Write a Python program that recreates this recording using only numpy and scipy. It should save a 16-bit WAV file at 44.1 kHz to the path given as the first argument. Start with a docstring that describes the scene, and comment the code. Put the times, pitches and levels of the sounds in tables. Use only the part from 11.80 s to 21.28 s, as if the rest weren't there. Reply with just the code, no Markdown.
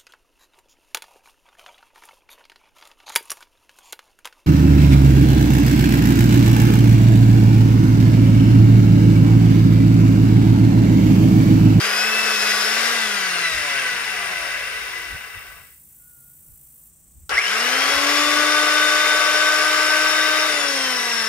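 """A worn corded circular saw runs without cutting, on a concrete drive beside a meadow.
Feathered at part speed, it coasts to a halt on dry bearings, then starts hard, runs flat out, is let go.
Its rotation gives tones at multiples of the armature speed; fan, bearings and brushes give noise that
resonates in housing, guard and blade. Insects sing in the grass in pulsing bands of noise, a far bird
whistles, and a little wind buffets the microphone."""
import sys
import numpy as np
from scipy import signal
from scipy.fft import rfft, irfft
from scipy.io import wavfile

SR = 44100
rng = np.random.default_rng(int(sys.argv[2]) if len(sys.argv) > 2 else 0)


def bounce(signal):
    """Save signal as a 16-bit WAV file at the path given by the first command-line argument."""
    frames = np.transpose(np.atleast_2d(signal))
    limited = np.clip(frames, -1, 1)
    pcm = np.round(limited * 32767).astype(np.int16)
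    wavfile.write(sys.argv[1], SR, pcm)


N = 418068
T = np.arange(N) / SR
HZ = np.maximum(np.arange(N // 2 + 1) * SR / N, 1)
SWITCH_ON_S, MAINS_HZ, CUTOFF_HZ = 5.493, 60, 15600
GEAR_RATIO = 8 / 37  # blade turns per armature turn

ARMATURE_SPEED = [(0, 197.2), (0.1, 206.9), (0.2, 211.8), (0.3, 218.3), (0.4, 220.1), (0.5, 216.5),
                  (0.6, 212.7), (0.7, 209.7), (0.8, 211.1), (0.9, 215.8), (1, 224.6), (1.1, 235.3),
                  (1.14, 233.5), (1.3, 209.4), (1.5, 183.5), (1.7, 161.8), (2, 133.1), (2.3, 108.4),
                  (2.7, 77.4), (3.2, 48.2), (3.6, 24), (3.98, 1), (5.49, 1), (5.54, 80), (5.58, 128.1),
                  (5.63, 165), (5.68, 190.1), (5.73, 211), (5.78, 226.8), (5.88, 249.8), (5.98, 265.1),
                  (6.08, 275.3), (6.18, 283.2), (6.28, 289), (6.38, 293.3), (6.48, 296.1), (6.68, 299.6),
                  (6.88, 300.9), (7.18, 302), (7.68, 304.5), (8.08, 306), (8.58, 307.3), (8.67, 307.3),
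                  (8.78, 293.3), (8.98, 269.6), (9.18, 248.1), (9.48, 219.5)]  # (time [s], speed [turns/s])
TRIGGER_POWER = [(0, .6), (.35, .6), (.45, .2), (.75, .3), (.9, .7), (1.12, .7), (1.15, 0), (5.493, 0),
                 (5.495, 1), (8.67, 1), (8.69, 0)]  # (time [s], share of mains power [0-1])
# leading tones of each run: (time [s], then level [dB] of each of the leading orders)
FIRST_TONES = [(0.06, -45, -59, -46, -38, -33), (0.2, -45, -58, -48, -31, -28),
               (0.35, -42, -56, -51, -26, -39), (0.5, -42, -55, -52, -29, -34),
               (0.65, -43, -57, -51, -32, -33), (0.8, -45, -58, -53, -39, -32),
               (0.95, -42, -51, -46, -39, -37), (1.1, -42, -47, -45, -48, -43),
               (1.25, -42, -48, -54, -39, -49), (1.4, -45, -50, -50, -38, -40),
               (1.55, -48, -42, -51, -36, -40), (1.7, -50, -44, -54, -29, -38),
               (1.85, -60, -43, -43, -44, -52), (2, -55, -47, -44, -36, -41),
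               (2.1, -57, -48, -52, -28, -42), (2.25, -65, -52, -69, -46, -53),
               (2.45, -58, -50, -53, -43, -44), (2.7, -72, -57, -60, -56, -40),
               (3, -62, -76, -78, -66, -54), (3.3, -62, -75, -80, -75, -56)]
SECOND_TONES = [(5.68, -49, -47, -45, -39, -51), (5.8, -43, -57, -36, -35, -40),
                (5.95, -39, -46, -37, -33, -42), (6.1, -40, -43, -37, -34, -47),
                (6.25, -33, -31, -46, -41, -45), (6.42, -31, -27, -41, -31, -37),
                (6.58, -31, -29, -26, -33, -47), (6.75, -34, -28, -25, -34, -44),
                (7, -36, -29, -21, -31, -43), (7.25, -40, -29, -23, -31, -41),
                (7.5, -41, -33, -22, -35, -47), (7.68, -40, -29, -21, -34, -42),
                (7.85, -39, -29, -24, -41, -42), (8.1, -38, -32, -23, -39, -42),
                (8.35, -38, -32, -24, -34, -45), (8.6, -37, -30, -26, -34, -54),
                (8.78, -41, -44, -34, -35, -40), (8.95, -39, -43, -49, -38, -46),
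                (9.1, -38, -37, -44, -32, -47), (9.25, -45, -42, -54, -53, -39),
                (9.41, -43, -43, -43, -46, -38)]
LEADING_ORDERS = (1, 4, 5, 12, 24)  # multiples 1, 4, 5, 12 and 24 of the armature speed
# lesser tones: (order [multiple of speed], level at full speed [dB], part [dB], coasting [dB], slow [dB])
LESSER_TONES = [(2, -32, -45, -52, -58), (3, -40, -54, -51, -71), (6, -47, -51, -50, -61),
                (7, -43, -33, -48, -49), (8, -47, -37, -41, -49), (9, -49, -38, -45, -52),
                (10, -45, -50, -43, -55), (14, -56, -50, -48, -56), (15, -56, -49, -40, -55),
                (16, -43, -43, -40, -55), (20, -57, -51, -49, -49), (32, -48, -50, -51, -55),
                (34, -65, -55, -59, -59), (36, -46, -50, -52, -59), (48, -54, -47, -54, -62),
                (60, -59, -56, -61, -65), (64, -61, -58, -59, -57)]
STAGE_SPEEDS = (15, 45, 80, 135, 214, 303)  # stopping, creeping, slow, coasting, part and full speed [turns/s]
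GEAR_CASE = [(280, -2), (440, -2), (560, 0), (720, 5), (830, -6), (1150, -4), (1350, -2), (1600, 2),
             (2000, 0), (2400, -3), (3100, 1), (4800, 0), (5450, 6), (6200, 0), (10000, 1), (15000, -5)]  # transmission of the freewheeling gear case: (frequency [Hz], gain [dB])
# running noise of each run: (time [s], fan level [dB], bearing level [dB], brush level [dB])
FIRST_RUN = [(0.0, -28, -26.5, -31), (0.06, -26, -22, -27.5), (0.07, -25, -22.5, -30),
             (0.16, -25.5, -24.5, -29.5), (0.22, -25, -24, -27.5), (0.26, -27, -24, -31.5),
             (0.52, -24, -24.5, -28), (0.55, -28, -25, -26.5), (0.66, -23.5, -24.5, -27),
             (0.72, -27.5, -20, -25), (0.73, -26, -24, -27.5), (0.83, -25.5, -24.5, -26.5),
             (0.92, -25, -21.5, -28), (1.04, -25, -22, -26), (1.3, -30, -26.5, -30),
             (1.62, -31.5, -24, -32), (1.67, -38, -22.5, -32), (1.71, -35.5, -26, -32),
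             (1.93, -33.5, -24, -33), (2.15, -35.5, -26, -35), (2.52, -34.5, -27, -37),
             (2.58, -41, -27.5, -37), (2.61, -35, -28, -36), (2.84, -37.5, -28, -39), (3.19, -40, -32, -41),
             (3.56, -44, -38, -51.5), (3.69, -46.5, -41.5, -53), (3.81, -50, -48, -59),
             (3.93, -65, -59.5, -66), (4.02, -92, -72, -78), (4.09, -90, -88, -78), (4.1, -89, -73, -82)]
SECOND_RUN = [(5.5, -32, -31, -35), (5.52, -22.5, -23, -38), (5.55, -26.5, -22, -36), (5.59, -28, -27, -30),
              (5.61, -30, -21, -36), (5.68, -27.5, -22.5, -30), (5.69, -28, -23.5, -30.5),
              (5.88, -24.5, -21.5, -29), (6.12, -23.5, -19.5, -27), (6.23, -26, -22, -26.5),
              (6.29, -23.5, -19, -26.5), (6.46, -26, -20.5, -26), (6.8, -24.5, -20.5, -26.5),
              (7.33, -26, -20.5, -26.5), (7.35, -24.5, -21, -27), (8.6, -27, -20.5, -28),
              (8.65, -23.5, -22.5, -28.5), (8.69, -27.5, -23.5, -27.5), (8.85, -26, -24, -31),
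              (8.87, -29, -25, -29), (9.31, -28.5, -27.5, -31), (9.45, -30.5, -27, -30),
              (9.48, -31, -29, -33)]
# resonances of housing, guard and blade: (frequency [Hz], width [Hz], left gain [dB], right gain [dB])
BODY_MODES = [(440, 64, 8, 6.5), (712, 82, 5.5, 3), (1020, 50, 0, 3), (1148, 27, 11, 16), (1290, 24, 5, -2),
              (1530, 93, 8, 7.5), (1658, 61, 11.5, -3.5), (1848, 56, -9.5, 7.5), (1985, 91, 10, 3),
              (2054, 60, -2, 2.5), (2202, 67, 6, 1.5), (2550, 260, -1.5, 0), (3620, 230, -4.5, 2.5),
              (4790, 200, 5, 0), (5440, 160, 4.5, 1.5), (9630, 300, 3, -3.5)]
# modes of steel blade and guard: (frequency [Hz], width [Hz], powered gain [dB], free-running gain [dB])
BLADE_MODES = [(186, 140, -45.5, -28.5), (1004, 110, -26.5, -16), (1517.4, 21, -14, -7.5),
               (1996, 70, -17.5, -4.5), (2695, 200, -23, -7.5), (3690, 160, -28.5, -17.5),
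               (5400, 140, -12.5, -28.5), (9340, 1600, -29.5, -15)]
# noise spectra: (frequency [Hz], relative spectral level [dB])
FAN_SPECTRUM = [(60, -43), (200, -18.5), (330, -8.5), (430, -1.5), (620, 0), (850, -0.5), (1150, 2),
                (1400, 6.5), (2000, -20.5), (4000, -51.5)]
RATTLE_SPECTRUM = [(600, -37.5), (1100, -18), (1400, -4), (1900, 1), (2400, 2), (2900, 1), (3500, -14),
                   (5000, -40.5), (7500, -24.5), (9000, -18.5), (10800, -24), (12000, -37), (15000, -47.5)]
BRUSH_SPECTRUM = [(1500, -31), (2800, -4), (3600, 3.5), (4400, -1.5), (5400, 0.5), (6500, -4), (7700, -9),
                  (10500, -11), (11500, -16), (14500, -20.5), (16000, -31)]
ARC_SPECTRUM = [(4000, -29), (7000, -5.5), (10500, 0.5), (12500, -0.5), (15000, -4), (16000, -12)]
MEADOW_SPECTRUM = [(18, -35), (30, -34.5), (60, -7.5), (97, -24.5), (135, -1), (189, -9), (359, -19.5),
                   (401, -21.5), (912, -26), (5370, -33), (6000, -22), (7800, -64.5), (13200, -120)]
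CRICKET_SPECTRUM = [(3530, -57), (6000, -18), (6610, -17), (7170, -9), (8130, -2.5), (8740, -3.5),
                    (8880, -12), (11800, -14), (14300, -10), (14800, -8), (15800, -9.5)]
KATYDID_SPECTRUM = [(8000, -29.5), (9500, -5), (10500, -10), (11300, -9), (12400, -11.5), (13300, -5),
                    (14200, -1), (15400, -5), (16000, -8)]
WIND_SPECTRUM = [(20, -21.5), (40, -8.5), (58, 1.5), (85, -5.5), (140, -16.5), (300, -32), (1000, -72.5)]
# envelopes: (time [s], level [dB])
BREEZE_LEVEL = [(0, -60.5), (1.3, -63), (1.6, -62), (3.7, -55), (4.1, -66), (5.2, -64.5), (6.5, -57.5),
                (8.2, -63), (9.48, -62)]
GEAR_SHRIEK_LEVEL = [(5.5, -65), (5.545, -33), (5.567, -26), (5.579, -12.5), (5.591, -18), (5.602, -26),
                     (5.64, -38), (5.675, -29), (5.72, -52), (5.8, -90)]
BLADE_SONG_LEVEL = [(5.6, -90), (6.2, -52), (7.4, -52), (7.8, -36), (8.2, -34), (8.6, -41), (8.85, -32),
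                    (9.05, -31), (9.15, -34), (9.3, -33), (9.48, -31)]
WIND_PUFFS = [(1.774, -45, .03), (3.338, -38.5, .025), (3.574, -45, 0.015), (4.717, -50, 0.021),
              (5.377, -51.5, .02), (5.436, -48, .015), (5.54, -50, .03), (6.167, -43, 0.014)]  # (time [s], level [dB], Gaussian half width [s])
BIRD_WHISTLE = [(4.14, 1530, -96), (4.21, 1450, -69), (4.28, 1455, -65), (4.42, 1410, -68),
                (4.52, 1455, -68.5), (4.58, 1440, -84), (4.72, 1440, -77.5), (4.8, 1420, -92)]  # (time [s], frequency [Hz], level [dB])
# relations between the two microphone ports
PORT_COHERENCE = [(60, .65), (240, .8), (950, .6), (1900, .5), (3800, .4), (7500, .6), (10500, .85),
                  (15000, .75)]  # (frequency [Hz], coherence [0-1])
PORT_LEVEL = [(100, 2), (220, 1.5), (305, 12), (380, -3.5), (610, 6), (900, 3), (1160, 2), (1220, 12),
              (1520, 2.5), (2400, 1), (3600, 6), (5200, 6.5), (7500, 7.5), (10000, -0.5)]  # (frequency [Hz], left minus right [dB])
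PORT_PHASE = [(100, 0), (1460, .6), (2240, .8), (3700, 1.9), (4800, 1.2), (5700, 2.0), (8000, 1.9),
              (9300, 1.4), (10400, 0)]  # (frequency [Hz], left phase lead [rad])


def from_db(db):
    """Amplitude grows tenfold for every 20 dB."""
    return 10 ** (np.asarray(db) / 20)


def in_time(rows):
    """Linear interpolation gives each column of a table at every sample."""
    times, *columns = np.transpose(rows)
    return [np.interp(T, times, column) for column in columns]


def per_hz(points):
    """Interpolation in log frequency gives a continuous spectrum."""
    hz, value = np.transpose(points)
    return np.interp(np.log(HZ), np.log(hz), value)


def drift(rate_hz):
    """Low-pass filtering of white noise gives a slow random fluctuation of rms 1."""
    lowpass = signal.butter(2, rate_hz, fs=SR / 40, output="sos")
    slow = signal.sosfilt(lowpass, rng.standard_normal(N // 40 + 2002))[2000:]
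    return np.interp(np.arange(N) / 40, np.arange(len(slow)), slow / np.sqrt(np.mean(slow ** 2)))


def noise(spectrum, response=1):
    """Partial coherence: independent mid and side noises mix into a stereo pair whose mean has rms 1."""
    coherence = per_hz(PORT_COHERENCE)
    mid, side = rng.standard_normal((2, len(HZ))) + 1j * rng.standard_normal((2, len(HZ)))
    pair = np.sqrt(1 + coherence) * mid + np.sqrt(1 - coherence) * side * [[1], [-1]]
    x = irfft(pair * from_db(per_hz(spectrum)) * response, N)
    return x / np.std(x.mean(axis=0))


def resonance(hz, width):
    """A damped mode has a Lorentzian peak, here of height 1."""
    return 1 / (1 + (2 * (HZ - hz) / width) ** 2)


def direction():
    """The saw's direction appears as level and phase differences between the ports."""
    sides = np.array([[.5], [-.5]])
    return from_db(sides * per_hz(PORT_LEVEL)) * np.exp(1j * sides * per_hz(PORT_PHASE))


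def both_runs(first, second):
    """Amplitude envelopes span both runs and die away while the rotor stands."""
    fade_out = np.clip((SWITCH_ON_S - T) / (SWITCH_ON_S - first[-1][0]), 0, 1) ** 8
    fade_in = np.clip((T - SWITCH_ON_S) / 0.0078, 0, 1)
    return [from_db(a) * fade_out + from_db(b) * fade_in for a, b in zip(in_time(first), in_time(second))]


def tone(turns, order, flutter_db):
    """A rotational order is a sinusoid locked to the armature; its rms flutters about 1."""
    phase = 2 * np.pi * order * turns + rng.uniform(0, 2 * np.pi)
    return np.sqrt(2) * np.sin(phase) * from_db(flutter_db * drift(25))


def whine(speed, turns, power, ripple, wobble_db=-32):
    """Periodic forcing by unbalance, fan blades, gear mesh and commutator bars gives harmonics."""
    turning = np.clip(speed / 50, 0, 1) ** 2
    out = np.zeros(N)
    for order, gain in zip(LEADING_ORDERS, both_runs(FIRST_TONES, SECOND_TONES)):
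        out += gain * turning * tone(turns, order, flutter_db=1.1 + .05 * order)
    for order, full_db, part_db, coast_db, slow_db in LESSER_TONES:
        level = np.interp(speed, STAGE_SPEEDS, (-100, slow_db - 8, slow_db, coast_db, part_db, full_db))
        level += (1 - power) * np.interp(order * speed, *np.transpose(GEAR_CASE))
        out += from_db(level) * tone(turns, order, flutter_db=2 + .04 * order)
    # under current the sparking commutator screams at twice the bar rate, chopped by the mains
    out += from_db(-54) * power * (.4 + 1.3 * ripple) * tone(turns, 48, flutter_db=3)
    # the tones only form once the first jolt of the start is over
    out *= np.where(T < SWITCH_ON_S, 1, np.clip((T - SWITCH_ON_S) / .22, 0, 1) ** 4)
    # the blade shaft's wobble beats with the fourth order while the motor pulls near full speed
    pulling = power * np.clip((speed - 265) / 20, 0, 1)
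    lower_sideband = tone(turns, 4 - GEAR_RATIO, flutter_db=2.2)
    upper_sideband = .3 * tone(turns, 4 + GEAR_RATIO, flutter_db=2)
    return out + pulling * from_db(wobble_db) * (lower_sideband + upper_sideband)


def running_noise(turns, ripple, chatter_db=0.48, knock_depth=0.16, spark_depth=0.11):
    """Resonances of the saw's body filter the broadband noise of fan air, dry bearings and brushes."""
    fan_gain, rattle_gain, brush_gain = both_runs(FIRST_RUN, SECOND_RUN)
    body_db = sum(np.array([[left], [right]]) * resonance(hz, width)
                  for hz, width, left, right in BODY_MODES)
    body = from_db(body_db) * direction()
    # loose bearings chatter unevenly and knock once per turn of armature and blade
    knock = 1 + knock_depth * np.cos(2 * np.pi * turns) + 0.086 * np.cos(2 * np.pi * turns * GEAR_RATIO)
    chatter = from_db(chatter_db * drift(45)) * knock
    fan = from_db(-3) * fan_gain * noise(FAN_SPECTRUM, body)
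    bearings = from_db(-3) * rattle_gain * chatter * (1 + 0.068 * ripple) * noise(RATTLE_SPECTRUM, body)
    sparking = (1 + spark_depth * ripple) * from_db(0.54 * drift(90))
    brushes = from_db(-0.5) * brush_gain * sparking * noise(BRUSH_SPECTRUM, body)
    return fan + bearings + brushes


def blade_ring(power, fitful_db=2.0):
    """Forced vibration: the bearing rattle rings the modes of blade and guard in fits."""
    rattle_gain = both_runs(FIRST_RUN, SECOND_RUN)[1]
    towards, out = direction(), 0
    for hz, width, driven_db, free_db in BLADE_MODES:
        mode = noise(RATTLE_SPECTRUM, towards * resonance(hz, width) ** 1.5)
        dip_db = fitful_db * (2 * np.tanh(drift(12) / 2) - 2)
        out += mode * from_db(free_db + (driven_db - free_db) * power + dip_db)
    return rattle_gain * out


def arcing(power, level_db=-42):
    """Electric arcs sizzle while the half-pressed trigger makes poor contact."""
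    poor_contact = 2 * np.sqrt(np.clip(power * (1 - power), 0, 1))
    return from_db(level_db + drift(60)) * poor_contact * noise(ARC_SPECTRUM)


def crickets(level_db=-53, trill_hz=32, depth=0.21):
    """Amplitude modulation at a wandering rate makes a high band of noise trill."""
    trill = 1 + depth * np.cos(2 * np.pi * np.cumsum(trill_hz + 3 * drift(4.2)) / SR)
    return from_db(level_db) * trill * noise(CRICKET_SPECTRUM)


def katydid(level_db=-49.5, pulse_hz=54, depth=0.34, stop_s=5.1):
    """Rapid amplitude modulation of noise is heard as a buzz, until the insect falls silent."""
    buzz = 1 + depth * np.cos(2 * np.pi * pulse_hz * T)
    singing = np.clip((stop_s - T) / 0.018, 0, 1)
    return from_db(level_db) * buzz * singing * noise(KATYDID_SPECTRUM)


def wind():
    """Pressure fluctuations at the microphone give short low puffs over a faint rumble."""
    puffs = sum(from_db(db) * np.exp(-.5 * ((T - time) / width) ** 2) for time, db, width in WIND_PUFFS)
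    breeze = from_db(in_time(BREEZE_LEVEL)[0] + 1.5 * drift(3))
    return (puffs + breeze) * noise(WIND_SPECTRUM)


def bird(waver_hz=18):
    """Frequency modulation of a pure tone gives a far bird's falling, wavering whistle."""
    hz, db = in_time(BIRD_WHISTLE)
    phase = 2 * np.pi * np.cumsum(hz + waver_hz * drift(80)) / SR
    calling = (T > BIRD_WHISTLE[0][0]) * (T < BIRD_WHISTLE[-1][0])
    return from_db(db) * np.sqrt(2) * np.sin(phase) * calling


def switch(attack_s=.001, decay_s=.006):
    """An impact decays exponentially: the trigger snaps shut and the gears take up their slack."""
    since = np.maximum(T - SWITCH_ON_S, 0)
    snap = from_db(-25) * np.minimum(since / attack_s, 1) * np.exp(-since / decay_s)
    return snap * (noise(BRUSH_SPECTRUM) + noise(FAN_SPECTRUM))


def gear_shriek(turns, ripple):
    """Gear teeth shriek under the starting torque, whose ripple modulates the amplitude."""
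    gain = from_db(in_time(GEAR_SHRIEK_LEVEL)[0]) * (T > SWITCH_ON_S)
    return gain * (1 + .7 * ripple) * tone(turns, 16, flutter_db=1)


def blade_song(mode_hz=5420, width_hz=190):
    """Aerodynamic excitation: air shed from the teeth drives one high mode of the blade, in swells."""
    mode = noise(BRUSH_SPECTRUM, direction() * resonance(mode_hz, width_hz))
    return from_db(in_time(BLADE_SONG_LEVEL)[0] + 1.4 * drift(14)) * (T > SWITCH_ON_S) * mode


def scene(jitter_hz=0.2):
    """Superposition: the sounds of the slightly uneven motor add to those of the meadow."""
    speed, = in_time(ARMATURE_SPEED)
    power, = in_time(TRIGGER_POWER)
    turns = np.cumsum(speed + jitter_hz * drift(33)) / SR
    ripple = -power * np.sin(4 * np.pi * MAINS_HZ * T)  # torque pulses at twice the mains frequency
    tones = whine(speed, turns, power, ripple) + gear_shriek(turns, ripple)
    towards = direction()
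    stereo_tones = irfft(rfft(tones) * towards / np.abs(towards.mean(axis=0)), N)
    saw = stereo_tones + running_noise(turns, ripple) + blade_ring(power) + arcing(power)
    still_air = from_db(-64) * noise(MEADOW_SPECTRUM)
    meadow = still_air + crickets() + katydid() + wind() + bird()
    return saw + meadow + switch() + blade_song()


def record(dry):
    """An elliptic low-pass filter cuts the highest treble steeply."""
    return signal.sosfilt(signal.ellip(10, .2, 70, CUTOFF_HZ, fs=SR, output="sos"), dry)


dry = scene()
out = record(dry)
bounce(out)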